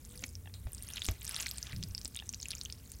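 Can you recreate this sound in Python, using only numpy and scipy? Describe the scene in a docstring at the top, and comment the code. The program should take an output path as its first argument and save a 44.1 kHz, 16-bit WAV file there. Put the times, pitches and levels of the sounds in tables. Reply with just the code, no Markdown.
"""Chopsticks gather and lift noodles in thick sauce, close up, over a quiet room's rumble and hum.
From the start, parting strands crackle, the heap squelches and sauce films snap open ringing air pockets.
Two faint tones glide up as the chopsticks first knock the bowl; wet plops and a tick of the tips follow.
The hardest knock lands just after one second and the stirring grows busy, then the table shudders.
One more knock, a last plop and a late flurry of pops, and the noodles settle to a faint fizz."""
import sys
import numpy as np
from scipy import signal
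from scipy.fft import rfft, irfft
from scipy.io import wavfile

SR = 44100
rng = np.random.default_rng(int(sys.argv[2]) if len(sys.argv) > 2 else 0)


def to_wav(s):
    """Save 16-bit WAV."""
    ch = np.atleast_2d(s).T  # columns
    pcm = np.round(np.clip(ch, -1, 1) * 32767)  # PCM
    wavfile.write(sys.argv[1], SR, pcm.astype(np.int16))


N = 132300
T = np.arange(N) / SR
CUTOFF_HZ = 15900


def from_db(db):
    """Decibels to gain."""
    return 10 ** (np.asarray(db) / 20)


def rms_one(x):
    """Scale to unit rms."""
    return x / np.sqrt(np.mean(x ** 2) + 1e-20)


def at_hz(spectrum, hz):
    """Read a spectrum's level in dB on a log-frequency axis."""
    corners_hz, db = np.transpose(spectrum)
    return np.interp(np.log(hz + 1e-9), np.log(corners_hz), db)


def coloured(x, spectrum):
    """Equalise a signal with a spectrum."""
    return irfft(rfft(x) * from_db(at_hz(spectrum, np.fft.rfftfreq(N, 1 / SR))), N)


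def noise(spectrum):
    """Unit-rms noise of a given colour."""
    return rms_one(coloured(rng.standard_normal(N), spectrum))


def add(out, start_s, sound):
    """Mix a sound in at a time."""
    i = int(np.clip(start_s * SR, 0, N - 1))
    out[i:i + len(sound)] += sound[:N - i]


def swell(u):
    """Rounded attack to 1 at u = the square root of 2, then a quick decay."""
    return (u / np.sqrt(2) * np.exp(1 - u / np.sqrt(2))) ** 2


def fader(levels):
    """Gain that rides through points of time and level."""
    return from_db(np.interp(T, *np.transpose(levels)))


# The colour of the room's rumble. Each row: frequency in Hz, relative level in dB.
RUMBLE_COLOUR = [(20, -16), (40, 0), (62, 4), (90, 2), (125, -4), (175, -9), (230, -9), (320, -18.5),
                 (450, -20), (700, -29.5), (1500, -33), (4000, -39), (9000, -30.5), (16000, -31)]


def room_tone():
    """The room's soft rumble and steady low hum."""
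    return from_db(-52) * noise(RUMBLE_COLOUR) + from_db(-56.5) * np.sin(2 * np.pi * 60.9 * T)


def pocket_swarm(levels, colour, per_s, spread_db, cycles):
    """Tiny air pockets of all sizes ring; more of them open when the heap is worked harder."""
    gain = fader(levels)
    activity = np.sqrt(gain / gain.mean())
    strengths = from_db(spread_db * np.minimum(rng.exponential(1, N), 3.5)) * rng.choice([-1, 1], N)
    onsets = np.flatnonzero(rng.random(N) < per_s * activity / SR)
    low_hz, high_hz = colour[0][0], colour[-1][0]
    pitches = low_hz * (high_hz / low_hz) ** rng.random(N)
    out, t = np.zeros(N), T[:SR // 100]
    for i, db in zip(onsets, at_hz(colour, pitches[onsets])):
        turns = t * pitches[i]
        ring = swell(turns / cycles) * np.sin(2 * np.pi * turns)
        add(out, T[i], strengths[i] * from_db(db) * np.sqrt(pitches[i]) * ring)
    return gain * rms_one(out / np.sqrt(activity))


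# The rise and fall of the crackle. Each row: time in seconds, level in dB.
CRACKLE_LEVELS = [(0, -67), (.17, -56), (.29, -57.5), (.36, -70.5), (.62, -72.5), (.8, -58.5), (.95, -55),
                  (1.06, -52), (1.17, -61.5), (1.28, -50.5), (1.43, -49.5), (1.53, -54), (1.61, -58),
                  (1.7, -55.5), (1.79, -61.5), (1.9, -61), (2.25, -66), (2.52, -57), (2.76, -64), (3, -62)]
# Its bright colour. Each row: frequency in Hz, relative level in dB.
CRACKLE_EQ = [(1500, -9.5), (2500, -12.5), (5000, 9.5), (8000, 10), (12000, 7.5), (15500, 4)]


def crackle():
    """Parting strands crackle finely, over the fizz of countless tiny films."""
    grains = pocket_swarm(CRACKLE_LEVELS, CRACKLE_EQ, per_s=1000, spread_db=5, cycles=1.9)
    fizz = from_db(-16) * fader(CRACKLE_LEVELS) * noise(CRACKLE_EQ)
    return grains + fizz


# The surges of the squelch. Each row: time in seconds, level in dB.
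SQUELCH_LEVELS = [(0, -77), (.14, -61.5), (.33, -90), (.8, -65), (.96, -55.5), (1.03, -63), (1.19, -66),
                  (1.3, -53), (1.41, -47), (1.48, -57), (1.61, -63), (1.715, -53), (1.77, -69),
                  (2.4, -70.5), (2.53, -60), (2.6, -67.5), (3, -74)]
# Its wet midrange colour. Each row: frequency in Hz, relative level in dB.
SQUELCH_EQ = [(400, -3), (800, 0.5), (1300, 7), (2200, 11), (3500, 13.5), (5500, 3)]


def squelch():
    """The pressed heap opens a dense swarm of lower-pitched pockets."""
    return pocket_swarm(SQUELCH_LEVELS, SQUELCH_EQ, per_s=3400, spread_db=4.8, cycles=1.8)


# Faint glides. Each row: start and length in seconds, first and last pitch in Hz, level in dB.
GLIDES = [(.05, 0.25, 466, 525.5, -64), (.22, 0.49, 81.5, 101.2, -46.5)]


def gliding_tones():
    """Faint, nearly pure tones swell, glide upward and fade."""
    out = np.zeros(N)
    for start_s, length_s, first_hz, last_hz, db in GLIDES:
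        progress = T[T < length_s] / length_s
        phase = 2 * np.pi * np.cumsum(first_hz + (last_hz - first_hz) * progress) / SR
        add(out, start_s, from_db(db) * np.sqrt(np.sin(np.pi * progress)) * np.sin(phase))
    return out


def pocket(t, hz, ring_s):
    """An air pocket rings for a few cycles, rising slightly, and lingers faintly."""
    age = t / ring_s
    pitch = hz * (1 + .0028 * (np.minimum(age, 8) - 2))
    after_ring = from_db(-13.5) * (1 - np.exp(-age / 2)) ** 2 * np.exp(-t / .0012)
    return (swell(age) + after_ring) * np.sin(2 * np.pi * np.cumsum(pitch) / SR)


# Sauce films breaking, and at 1.0868 s the high ring of the hardest bowl knock, played the same way. # Each
# row: start in seconds, level in dB, pitch in Hz, ring time constant in ms, # then, where a second pocket
# opens, its pitch in Hz and its level in dB.
FILM_POPS = [(0.0505, -36, 7000, .13), (0.1927, -35.5, 7000, .21), (0.2386, -23, 3100, .1, 6300, -29),
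             (0.2403, -31, 2260, .65, 6300, -30), (0.2641, -33, 10800, .1), (0.3533, -32, 5520, .24),
             (0.5399, -33.5, 4700, .13), (0.7198, -35, 12580, .15), (0.7321, -28.5, 9140, .22),
             (0.7478, -28.5, 8240, .21), (0.7813, -36.5, 4970, .19), (0.8243, -32, 8870, .43),
             (0.8332, -33, 11500, .2), (0.888, -31, 9380, .15, 2900, -39), (0.9032, -34, 3400, .22),
             (0.9358, -31, 6000, .43, 10020, -34), (0.958, -34, 10600, .15), (0.9601, -32.5, 3970, .45),
             (0.9698, -26, 3300, .14, 5200, -32), (0.9723, -32, 3110, .61), (0.9774, -33, 3790, .35),
             (0.9808, -28, 2900, .25), (1.0191, -23, 3540, .37, 2200, -34), (1.028, -38, 3790, .5),
             (1.0454, -28, 4570, .22, 9690, -37), (1.0499, -27, 10100, .1, 13000, -31),
             (1.0536, -28, 3570, .22), (1.0563, -24.5, 6500, .085), (1.065, -23, 8100, .1, 6100, -29),
             (1.0868, -28, 2600, .4, 6500, -25), (1.112, -29, 12000, .12), (1.1172, -33, 5760, .14),
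             (1.2183, -36, 3100, .25), (1.2299, -32, 11900, .15), (1.2465, -32, 5730, .12, 9080, -35),
             (1.2513, -25, 8160, .06, 11410, -32), (1.2666, -31, 5700, .35),
             (1.2783, -28, 5050, .13, 8100, -27), (1.2932, -23, 10600, .2, 2100, -32),
             (1.311, -31, 5340, .3), (1.3222, -32, 8180, .15), (1.345, -24, 5540, .17),
             (1.3636, -23, 3970, .22, 9800, -27.5), (1.4005, -24, 6900, .2, 2680, -30),
             (1.4038, -30, 4430, .12, 8150, -29), (1.4068, -25, 6800, .14, 2660, -29),
             (1.4138, -30, 10800, .2), (1.4232, -30, 10900, .1), (1.4259, -26, 5600, .17),
             (1.4309, -30, 7470, .17, 2390, -35), (1.4613, -24, 4290, .18), (1.4648, -27, 2220, .54),
             (1.4677, -27, 5540, .2, 8200, -33), (1.483, -31, 4130, .35), (1.4897, -30, 7700, .2),
             (1.5123, -24.5, 4890, .15, 12400, -28), (1.5751, -36, 8600, .3),
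             (1.5828, -28, 4600, .09, 8560, -26.5), (1.6282, -28, 5840, .3, 5330, -26.5),
             (1.669, -33, 3620, .25), (1.7229, -32, 4000, .18), (1.7304, -35, 2110, .4),
             (1.7631, -32, 5040, .17), (1.8277, -30.5, 5750, .27, 3400, -30.5),
             (1.8369, -26, 4850, .23, 7720, -35), (1.9487, -25, 5160, .45, 8600, -37.5),
             (1.9794, -28, 5180, .27, 4760, -31.5), (2.0145, -30, 5400, .11), (2.0483, -24, 7760, .14),
             (2.0558, -24.5, 5050, .2, 7970, -36), (2.0785, -28, 9000, .085), (2.1474, -29.5, 6700, .1),
             (2.1564, -31.5, 3060, .18), (2.1637, -23.5, 8760, .12), (2.1713, -31, 3640, .7),
             (2.1901, -35, 2880, .67, 4890, -34.5), (2.1993, -31.5, 3240, .43),
             (2.2918, -23.5, 6140, .37, 8650, -32), (2.3279, -32, 7300, .13),
             (2.3369, -33.5, 5650, .45, 2760, -34), (2.3448, -27.5, 6140, .27, 4700, -30),
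             (2.4011, -33, 5400, .3), (2.4138, -35, 7200, .25), (2.422, -34, 4730, .31),
             (2.4278, -32, 6200, .3), (2.4293, -30, 6500, .36, 4170, -34),
             (2.4565, -32, 2670, .54, 7350, -32.5), (2.4849, -32, 6560, .12, 9940, -29),
             (2.5062, -27.5, 10400, .22, 4220, -27), (2.51, -27, 5000, .25, 9100, -35),
             (2.517, -28, 3900, .22, 5640, -29), (2.5319, -34, 3100, .35), (2.5357, -35, 2500, .45),
             (2.5514, -27.5, 6800, .2), (2.6126, -25.5, 4380, .3, 5700, -28.5), (2.635, -33, 8500, .11),
             (2.6514, -27, 6330, .34, 7260, -31), (2.6576, -32, 3140, .5), (2.7, -36, 4630, .4, 2920, -38),
             (2.725, -27.5, 5250, .2, 8900, -36), (2.9183, -28, 8800, .09)]


def film_pops():
    """Each film gives way with a faint snap, sets one or two pockets ringing and sheds three fainter ones; one
    row rings high with the hardest knock."""
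    out, t = np.zeros(N), T[:SR // 50]
    for start_s, db, hz, ring_ms, *second in FILM_POPS:
        ring_s = ring_ms / 1000
        band = signal.butter(2, [hz / 2.1, min(hz * 2.1, CUTOFF_HZ)], "band", fs=SR, output="sos")
        snap_noise = rms_one(signal.sosfilt(band, rng.standard_normal(len(t))))
        snap = from_db(-20.5) * snap_noise * swell(t / .00053)
        add(out, start_s, from_db(db) * (pocket(t, hz, ring_s) + snap))
        if second:
            second_hz, second_db = second
            add(out, start_s, from_db(second_db) * pocket(t, second_hz, ring_s=.00023))
        for delay_s in rng.exponential(.0013, size=3):
            shred_hz = min(hz * np.exp(.4 * rng.standard_normal()), CUTOFF_HZ)
            add(out, start_s + delay_s, from_db(db - 17) * pocket(t, shred_hz, ring_s / 2))
    return out


# Chopsticks hitting the bowl through the noodles.
# Each row: start in seconds, clack drive in dB, thump level in dB, thump pitch in Hz.
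BOWL_KNOCKS = [(0.2248, -41.5, -55, 174), (0.2325, -44, -49, 258), (0.654, -62, -34, 57),
               (0.67, -40.5, -34.5, 112), (1.0867, -26, -25.5, 82), (1.105, -48, -31, 61),
               (1.732, -57, -41, 177), (2.053, -41.5, -54, 80)]
# The bowl's dull response. Each row: frequency in Hz, gain in dB.
CLACK_EQ = [(180, 3), (450, 2), (800, -0.5), (1100, -8), (1700, -6), (2600, -7.5), (5000, -14),
            (14000, -39)]


def bowl_knocks():
    """A blow and its brief rattle make the bowl clack dully, over a low thump of the table."""
    clack_s, tail_s, thump_s = .0018, .027, .0063
    blows, thumps, t = np.zeros(N), np.zeros(N), T[:SR // 10]
    impact = 10 * (t == 0)
    rattle_envelope = np.exp(-t / clack_s) + from_db(-15.5) * np.exp(-t / tail_s)
    thump_envelope = t / thump_s * np.exp(1 - t / thump_s)
    for start_s, clack_db, thump_db, thump_hz in BOWL_KNOCKS:
        rattle = 2 * rattle_envelope * rng.standard_normal(len(t))
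        add(blows, start_s, from_db(clack_db) * (impact + rattle))
        add(thumps, start_s, from_db(thump_db) * thump_envelope * np.sin(2 * np.pi * thump_hz * t))
    return coloured(blows, CLACK_EQ) + thumps


# Hollow wet plops. Each row: start in seconds, level in dB.
WET_PLOPS = [(0.4577, -48), (0.4735, -44), (0.496, -56), (2.2232, -43.5)]
# The hollow's resonances. Each row: pitch in Hz, relative level in dB.
HOLLOW_MODES = [(790, -2), (1800, -1), (2500, -3), (3550, -3)]


def wet_plops():
    """A hollow in the wet heap opens and rings briefly, tuned a little differently each time."""
    attack_s, ring_s = .0003, .0026
    out, t = np.zeros(N), T[:SR // 25]
    envelope = (1 - np.exp(-t / attack_s)) * np.exp(-t / ring_s)
    for start_s, db in WET_PLOPS:
        for hz, mode_db in HOLLOW_MODES:
            pitch = hz * np.exp(.04 * rng.standard_normal())
            tone = np.sin(2 * np.pi * (pitch * t + rng.random()))
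            add(out, start_s, from_db(db + mode_db) * envelope * tone)
    return out


# A light tick of the chopstick tips. Each row: start in seconds, level in dB.
TIP_TICKS = [(0.5398, -53)]
# The tips' resonances. Each row: pitch in Hz, relative level in dB.
TIP_RESONANCES = [(4050, 0), (7400, -6), (8400, -3)]


def tip_ticks():
    """The chopstick tips chatter briefly, leaving a diffuse high ring."""
    ring_s, chatter_s = .0008, .024
    out, t = np.zeros(N), T[:SR // 5]
    ring = np.exp(-t / ring_s) * sum(from_db(db) * np.sin(2 * np.pi * hz * t) for hz, db in TIP_RESONANCES)
    for start_s, db in TIP_TICKS:
        chatter = rng.standard_normal(len(t)) * np.exp(-t / chatter_s)
        add(out, start_s, from_db(db) * signal.fftconvolve(chatter, ring / np.linalg.norm(ring)))
    return out


# The table's bassy colour. Each row: frequency in Hz, relative level in dB.
SHUDDER_COLOUR = [(40, -10), (75, 1), (110, 0), (175, 0), (245, -22), (900, -49)]


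def table_shudder():
    """The table gives one low rumble that rises fast, holds and dies away."""
    start_s, attack_s, hold_s, release_s = 1.722, .014, .135, .065
    t = T - start_s
    envelope = np.clip(t / attack_s, 0, 1) * np.exp(-np.maximum(t - hold_s, 0) / release_s)
    return from_db(-40) * envelope * noise(SHUDDER_COLOUR)


def reflections(x):
    """Early scatter from bowl and table, then the room's faint short tail."""
    predelay_s, scatter_s, t60_s = .002, .0059, .75
    t = T[:SR // 2]
    early, late = rng.standard_normal((2, len(t))) * (t > predelay_s)
    early *= np.exp(-t / scatter_s)
    late *= from_db(-60 * t / t60_s)
    response = from_db(-12) * early / np.linalg.norm(early) + from_db(-22.5) * late / np.linalg.norm(late)
    return signal.fftconvolve(x, response)[:N]


def scene():
    """The noodles, bowl and table with their reflections, over room tone and faint glides, in mono."""
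    bed = room_tone()
    meal = film_pops() + crackle() + squelch() + bowl_knocks() + wet_plops() + tip_ticks() + table_shudder()
    return (meal + reflections(meal) + bed + gliding_tones())[None]


def record(dry):
    """A steep low-pass cuts the very top of the treble."""
    return signal.sosfilt(signal.ellip(10, .1, 80, CUTOFF_HZ, fs=SR, output="sos"), dry)


dry = scene()
out = record(dry)
to_wav(out)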